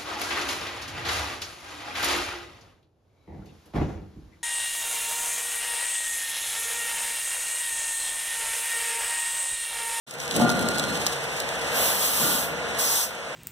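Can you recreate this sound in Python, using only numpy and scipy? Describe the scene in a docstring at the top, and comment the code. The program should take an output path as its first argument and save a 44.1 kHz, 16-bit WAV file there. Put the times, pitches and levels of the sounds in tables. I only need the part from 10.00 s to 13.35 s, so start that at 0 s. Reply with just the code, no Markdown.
"""Stretch film off the roll

Film is drawn off a hand-held roll beside a whirring wrapping machine in a workshop. The slack film
rustles and crackles as it tightens; the roll knocks, rumbles and rings on its spindle. A pleat snaps
free, then the film peels away in two long hissing pulls. Two close mic ports are widened to stereo."""
import sys
import numpy as np
from scipy import signal
from scipy.fft import rfft, irfft, next_fast_len
from scipy.io import wavfile

SR = 44100
rng = np.random.default_rng(int(sys.argv[2]) if len(sys.argv) > 2 else 0)


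def master(y):
    """Save y as 16-bit WAV."""
    cut = np.clip(np.atleast_2d(y).T, -1, 1)
    pcm = np.round(cut * 32767)  # scale
    wavfile.write(sys.argv[1], SR, pcm.astype(np.int16))


N = 147735
FFT_SIZE = next_fast_len(N + 4096)
TIME, FREQ = np.arange(N) / SR, np.fft.rfftfreq(FFT_SIZE, 1 / SR)


def from_db(db):
    """Decibels to gain."""
    return 10 ** (np.asarray(db) / 20)


def fader(rows):
    """Gain over time from (t/s, level/dB) points."""
    return from_db(np.interp(TIME, *np.transpose(rows)))


def curve(rows):
    """Joins (f/Hz, value) points along a log-frequency axis."""
    hz, value = np.transpose(rows)
    return np.interp(np.log(FREQ + 1), np.log(hz), value)


def bell(hz, width, axis=FREQ):
    """A peak of height 1 at hz, down to half at width Hz to either side."""
    return 1 / (1 + ((axis - hz) / width) ** 2)


def filtered(x, response):
    """Applies a frequency response."""
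    return irfft(rfft(x, FFT_SIZE) * response, FFT_SIZE)[..., :N]


def cut(x, hz, kind):
    """Second-order low- or high-pass."""
    return signal.sosfilt(signal.butter(2, hz, kind, fs=SR, output="sos"), x + 1e-18)


def drift(rate_hz):
    """Random wander with a spread of 1."""
    slow = filtered(rng.standard_normal(N), bell(0, rate_hz))
    return slow / slow.std()


# How alike the two mic ports sound: f/Hz, correlation
PORT_LIKENESS = [(60, 0.74), (250, 0.67), (500, 0.9), (1000, 0.46), (1700, 0.0067)]
def diffuse(gain):
    """Noise with this gain per root Hz at both ports, alike in the lows and wide on top."""
    alike = curve(PORT_LIKENESS)
    response = gain * np.sqrt([1 + alike, 1 - alike]) * np.sqrt(SR) / 2
    mid, side = filtered(rng.standard_normal((2, N)), response)
    return np.array([mid + side, mid - side])


def resonances(modes, steadiness=0.65):
    """Narrow modes kept ringing by noise, their swells partly evened out."""
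    out = 0
    for hz, width, db, *_ in modes:
        tone = diffuse(bell(hz, width))
        envelopes = np.abs(signal.hilbert(tone, FFT_SIZE)[:, :N])
        swell = np.sqrt(np.mean(envelopes ** 2, axis=0))
        tone /= swell ** steadiness
        out = out + from_db(db) * tone / tone.std()
    return out


# Fader ride of the machine's whirr: t/s, level/dB
WHIRR_RIDE = [(.07, -20), (.14, -7.5), (.3, -0.5), (.6, 0), (1.05, 1), (1.2, 1), (1.6, 2), (1.8, 6),
              (2.05, 0), (2.28, 0), (2.48, 0.5), (2.8, 2.5), (3.05, -4), (3.35, -2)]
# Whirr EQ: f/Hz, level/dB
WHIRR_EQ = [(25, -99), (45, -88), (75, -68.5), (105, -78), (170, -71), (400, -69.5), (475, -60.5),
            (560, -62), (650, -63), (800, -66), (1150, -70), (1600, -67), (2400, -68), (4500, -80),
            (7500, -83), (9300, -86), (11500, -105), (16000, -113)]
# Motor hum tones: f/Hz, width/Hz, level/dB
HUM_TONES = [(146, 14, -51.5), (470.8, 6.7, -46)]
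# Fader ride of the hum: t/s, level/dB
HUM_RIDE = [(.07, -15), (.2, 3.5), (1.1, 5), (1.7, -0.5), (2.1, -4.5), (2.75, 3), (3.0, -14), (3.35, -14)]
def machine():
    """The bed: the wrapping machine whirrs over the low hum of its motor."""
    whirr = fader(WHIRR_RIDE) * diffuse(from_db(curve(WHIRR_EQ)))
    hum = fader(HUM_RIDE) * resonances(HUM_TONES)
    return whirr + hum


def tick_envelopes(strengths, decay_s=.0002):
    """Each tick has an instant attack and a tiny tail."""
    return signal.lfilter([1], [1, -np.exp(-1 / (decay_s * SR))], strengths + 1e-18)


# Fader ride of the rustling film: t/s, level/dB
RUSTLE_RIDE = [(.07, -7.5), (.17, -9.5), (.22, 2.5), (.29, -3.5), (.35, 6.5), (.42, 9.5), (.46, -1),
               (.7, 1), (.8, 3), (.9, 2.5), (1.02, 5), (1.3, -2.5), (1.38, 5), (1.45, -2.5), (1.7, 2),
               (2.5, -15), (2.8, 0.5), (3.3, -10.5)]
# Rustle EQ: f/Hz, level/dB
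RUSTLE_EQ = [(400, -103), (1800, -81), (3500, -75.5), (5000, -80.5), (9200, -79.5), (11500, -86.5),
             (16000, -92)]
def rustle(ticks_per_s=370, tick_db=-32.5, tick_spread_db=2, flutter_db=2.56):
    """The film shifts under tension: a soft, uneven hiss sprinkled with ticks."""
    sizes = from_db(tick_db + tick_spread_db * np.minimum(rng.exponential(1, N), 4))
    triggers = rng.random(N) < ticks_per_s / SR
    ticks = tick_envelopes(sizes * triggers) * rng.standard_normal((2, N))
    ticks = cut(cut(ticks, 3400, "high"), 8400, "low")
    hiss = diffuse(from_db(curve(RUSTLE_EQ))) * from_db(flutter_db * drift(44))
    return fader(RUSTLE_RIDE) * (hiss + ticks)


# Crease hits, levels before trim: t/s, level/dB, treble shelf/dB, ring f/Hz, decay/s
CREASE_HITS = [(0.1094, -20.5, -15, 7610, 0.0018), (0.1388, -26, -8, 3330, 0.002),
               (0.186, -28, -14, 3700, .002), (0.2008, -16, -23, 6130, 0.0022),
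               (0.2185, -21, -20, 3680, 0.002), (.2265, -21.5, -16, 6000, .002),
               (.2564, -24, -22, 3600, .002), (0.2783, -17, -21, 3440, 0.002),
               (0.3103, -11, -26, 3700, 0.0023), (0.321, -18, -21, 8000, 0.0018),
               (0.3412, -18, -23, 3060, 0.003), (0.349, -23, -19, 3810, 0.002),
               (0.363, -10, -11, 3170, 0.0022), (0.3675, -20, -11, 3500, .0016),
               (0.4931, -6, -15, 3780, 0.00094), (0.5, -9.5, -18, 4100, 0.0024),
               (.5155, -20, -17, 8000, .0016), (.5497, -25, -20, 5800, .0016),
               (0.5716, -21, -16, 3710, 0.0016), (0.592, -15, -18, 3060, 0.002),
               (0.6107, -19, -12, 3700, 0.0018), (0.6866, -9.5, -16, 8000, 0.0018),
               (0.7758, -16, -23, 4150, 0.0018), (0.7827, -12.5, -16, 7800, 0.0019),
               (.789, -16, -20, 3700, .0018), (0.7955, -9, -22, 3800, 0.0025),
               (0.8377, -11.5, -28, 3510, 0.0018), (0.9533, -16, -26, 3380, 0.002),
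               (1.4004, -12, -17, 3940, 0.0026), (1.4901, -17.5, -15, 3370, 0.002)]
def crackles(trim_db=-0.5, treble_trim_db=10, ring_db=8, grit_db=2.5, attack_s=.00023):
    """Each crease buckles in a sharp, gritty burst; finer wrinkles give way just before and after."""
    wrinkles_per_s, wrinkle_spread_s, wrinkle_db = 600, .007, -12
    length, lead_s = 2048, .015
    offset = TIME[:length] - lead_s
    age, hz = np.maximum(offset, 0), np.fft.rfftfreq(length, 1 / SR)
    shelf = 1 - 1 / (1 + (hz / 9500) ** 4)
    out = np.zeros((2, N))
    for onset, db, treble_db, ring_hz, decay_s in CREASE_HITS:
        burst = (1 - np.exp(-(age / attack_s) ** 2)) * np.exp(-age / decay_s)
        triggers = rng.random(length) < wrinkles_per_s / SR
        wrinkles = tick_envelopes(triggers) * np.exp(-np.abs(offset) / wrinkle_spread_s)
        envelope = burst + from_db(wrinkle_db) * wrinkles
        grit = rng.standard_normal((2, length)) * from_db(grit_db * (rng.standard_normal(length) - 1))
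        eq_db = ring_db * bell(ring_hz, 340, hz) + (treble_db + treble_trim_db) * shelf
        start = int((onset - lead_s) * SR)
        out[:, start:start + length] += envelope * irfft(rfft(grit) * from_db(db + trim_db + eq_db))
    return cut(cut(out, 3400, "high"), 12900, "low")


def workshop(x, t60_s=0.036, wet_db=-9, build_s=0.0014):
    """The room scatters back a short tail, different at each port."""
    tail = rng.standard_normal((2, N)) * from_db(-60 * TIME / t60_s) * (1 - np.exp(-TIME / build_s))
    tail /= np.sqrt(np.sum(tail ** 2) / 2)
    return x + from_db(wet_db) * signal.fftconvolve(x, tail, axes=1)[:, :N]


# Fader ride of the turning roll: t/s, level/dB
RUMBLE_RIDE = [(.1, -31.5), (.31, -29), (.36, -6), (.405, -4.5), (.48, -3), (.53, -8.5), (.66, -6),
               (.76, -12.5), (.88, -10.5), (1.07, -16.5), (1.2, -37), (1.8, -24.5), (2.13, -26),
               (2.25, -10), (2.4, -16), (2.58, -20.5), (2.95, -34), (3.3, -28)]
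# Rumble EQ: f/Hz, level/dB
RUMBLE_EQ = [(30, -76), (70, -57.5), (105, -55), (145, -46.5), (195, -44.5), (255, -46), (330, -48.5),
             (420, -50.5), (620, -49.5), (900, -59.5), (1600, -66), (3000, -68), (8000, -100)]
def rumble():
    """The low end: the hollow roll rumbles as it turns."""
    return fader(RUMBLE_RIDE) * diffuse(from_db(curve(RUMBLE_EQ)))


# Hollow modes of the cardboard core: f/Hz, width/Hz, rubbed level/dB, knocked level/dB
CORE_MODES = [(140, 12, -33, -31), (185, 75, -44, -17), (239, 12, -23, -23), (580, 55, -34, -23),
              (716, 14, -29, -27), (850, 70, -36, -23)]
# Knocks as the film takes up: t/s, level/dB
KNOCK_HITS = [(.366, -11), (.3995, 1), (.4204, 0), (.4497, -3), (.4935, -5), (.675, -10)]
def core(jolt_s=0.425, rise_db_per_s=240, fall_db_per_s=75, low_cut_hz=115):
    """The core knocks on its spindle, never quite alike, and rings as the roll jolts into motion."""
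    knocks = np.zeros(N)
    for onset, db in KNOCK_HITS:
        age = np.clip(TIME - onset, 0, 1)
        for hz, width, _, mode_db in CORE_MODES:
            gain = from_db(db + mode_db + rng.standard_normal())
            knocks += gain * np.exp(-np.pi * width * age) * np.sin(2 * np.pi * hz * age)
    knocks = cut(cut(knocks, low_cut_hz, "high"), low_cut_hz, "high")
    since_jolt = TIME - jolt_s
    jolt = from_db(np.minimum(rise_db_per_s * since_jolt, -fall_db_per_s * since_jolt))
    return knocks + jolt * resonances(CORE_MODES)


# Ringing modes of the spindle: f/Hz, width/Hz, level/dB
SPINDLE_MODES = [(1196, 14, -40), (1409, 9, -31.5), (1470, 15, -34), (3370, 20, -48)]
# Fader ride of the ring: t/s, level/dB
RING_RIDE = [(.3, -24), (.43, .5), (.62, -5.5), (.9, -7), (1.15, -22), (2.17, -20), (2.25, -3.5),
             (2.37, -7), (2.46, -14.5), (3.3, -19.5)]
# Thin squeal on top: f/Hz, width/Hz, level/dB
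SQUEAL_TONE = [(4137, 3, -39)]
# Fader ride of the squeal: t/s, level/dB
SQUEAL_RIDE = [(.3, -30), (.4, -7), (.5, -2), (.63, -9), (.75, 1), (.82, -7), (.88, -2), (1.05, -14),
               (1.2, -35)]
def spindle():
    """The roll rubs on its spindle and sets it ringing and squealing."""
    ring = fader(RING_RIDE) * resonances(SPINDLE_MODES)
    squeal = fader(SQUEAL_RIDE) * resonances(SQUEAL_TONE)
    return ring + squeal


# Ring of the snapping pleat: f/Hz, level/dB, t60/s
PLEAT_MODES = [(1100, -15, .004), (4200, -13, .004), (5600, -9, .0045), (7500, -6.5, .004),
               (10800, -14, .0025), (15000, -19, .002)]
def snap(onset_s=1.0659, right_lag_s=.00006, crack_db=-17, crack_decay_s=.00064):
    """A taut pleat lets go with a crack, a brief ring and a chirp, a touch later on the right."""
    age = np.maximum(TIME - onset_s - np.array([[0], [right_lag_s]]), 0)
    crack_envelope = (age > 0) * np.exp(-np.minimum(age / crack_decay_s, 20))
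    out = from_db(crack_db) * rng.standard_normal((2, N)) * crack_envelope
    for hz, db, t60 in PLEAT_MODES:
        out += from_db(db - 60 * np.minimum(age / t60, 10)) * np.sin(2 * np.pi * hz * age)
    # The jolt runs along the film and returns as a falling chirp.
    return_s, attack_s, decay_s, chirp_db = .0039, .0001, .001, -7.5
    start_hz, end_hz, fall_s = 6800, 3000, .0016
    chirp_age = np.maximum(age - return_s, 0)
    cycles = end_hz * chirp_age + (start_hz - end_hz) * fall_s * (1 - np.exp(-chirp_age / fall_s))
    chirp_envelope = np.tanh(chirp_age / attack_s) * np.exp(-np.minimum(chirp_age / decay_s, 20))
    out += from_db(chirp_db) * chirp_envelope * np.sin(2 * np.pi * cycles)
    return cut(out, 440, "high")


# Fader ride of the two pulls: t/s, level/dB
PEEL_RIDE = [(1.66, -46), (1.73, -13.5), (1.77, -4.5), (1.86, -1), (1.98, -6), (2.05, -0.5), (2.11, -5),
             (2.22, -1), (2.34, -2.5), (2.44, -7.5), (2.52, -25), (2.765, -57), (2.79, -2.5), (2.88, -3),
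             (2.97, -1.5), (3.04, -4.5), (3.11, -25.5), (3.2, -50)]
# EQ of the hiss at the peeling line: f/Hz, level/dB
PEEL_EQ = [(150, -92), (450, -77), (900, -63), (1800, -70), (3000, -64.5), (7500, -63), (13000, -62),
           (16000, -65)]
# Faint resonances of the drawn film: f/Hz, width/Hz, first pull level/dB, second pull level/dB
FILM_RESONANCES = [(2900, 600, 2.5, -1), (5900, 600, -1, 4), (7800, 1000, 0, 1), (13200, 500, 1.2, 0)]
def peel(second_pull_s=2.65, rough_db=0.2, grain_db=0.6):
    """Countless tiny bonds let go along the peeling line: a grainy hiss, tinted anew for each pull."""
    grain = from_db(rough_db * drift(130) + grain_db * drift(3000))
    grain /= np.sqrt(np.mean(grain ** 2))
    tints_db = sum(np.outer(pull_dbs, bell(hz, width)) for hz, width, *pull_dbs in FILM_RESONANCES)
    first_eq, second_eq = from_db(curve(PEEL_EQ) + tints_db)
    hiss = np.where(TIME < second_pull_s, diffuse(first_eq), diffuse(second_eq))
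    return fader(PEEL_RIDE) * hiss * grain


def scene():
    """The mix at the two ports; only the crackles get the room."""
    return machine() + rustle() + workshop(crackles()) + rumble() + core() + spindle() + snap() + peel()


# Stereo widener: f/Hz, share of the opposite port to subtract (capped at max_share)
WIDENER_SHARE = [(250, 0.12), (1000, 0.78), (2400, 1), (5000, 1), (9000, 0.28), (15000, 0.68)]
def record(dry, max_share=.88, lag_s=.000426, port_tilt_db=1.0, output_tilt_db=0.45):
    """Each channel subtracts the delayed opposite port for width, then a fade-in and a steep top cut."""
    start_s, fade_s, top_hz = 0.065, 0.013, 15500
    ports = dry * from_db([[port_tilt_db], [-port_tilt_db]])
    share = np.clip(curve(WIDENER_SHARE), 0, max_share)
    opposite = filtered(ports[::-1], share * np.exp(-2j * np.pi * FREQ * lag_s))
    wide = filtered(ports - opposite, 1 / np.sqrt(1 + share ** 2))
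    wide *= from_db([[-output_tilt_db], [output_tilt_db]])
    wide *= np.clip((TIME - start_s) / fade_s, 0, 1)
    return signal.sosfilt(signal.ellip(12, .1, 80, top_hz, fs=SR, output="sos"), wide)


dry = scene()
out = record(dry)
master(out)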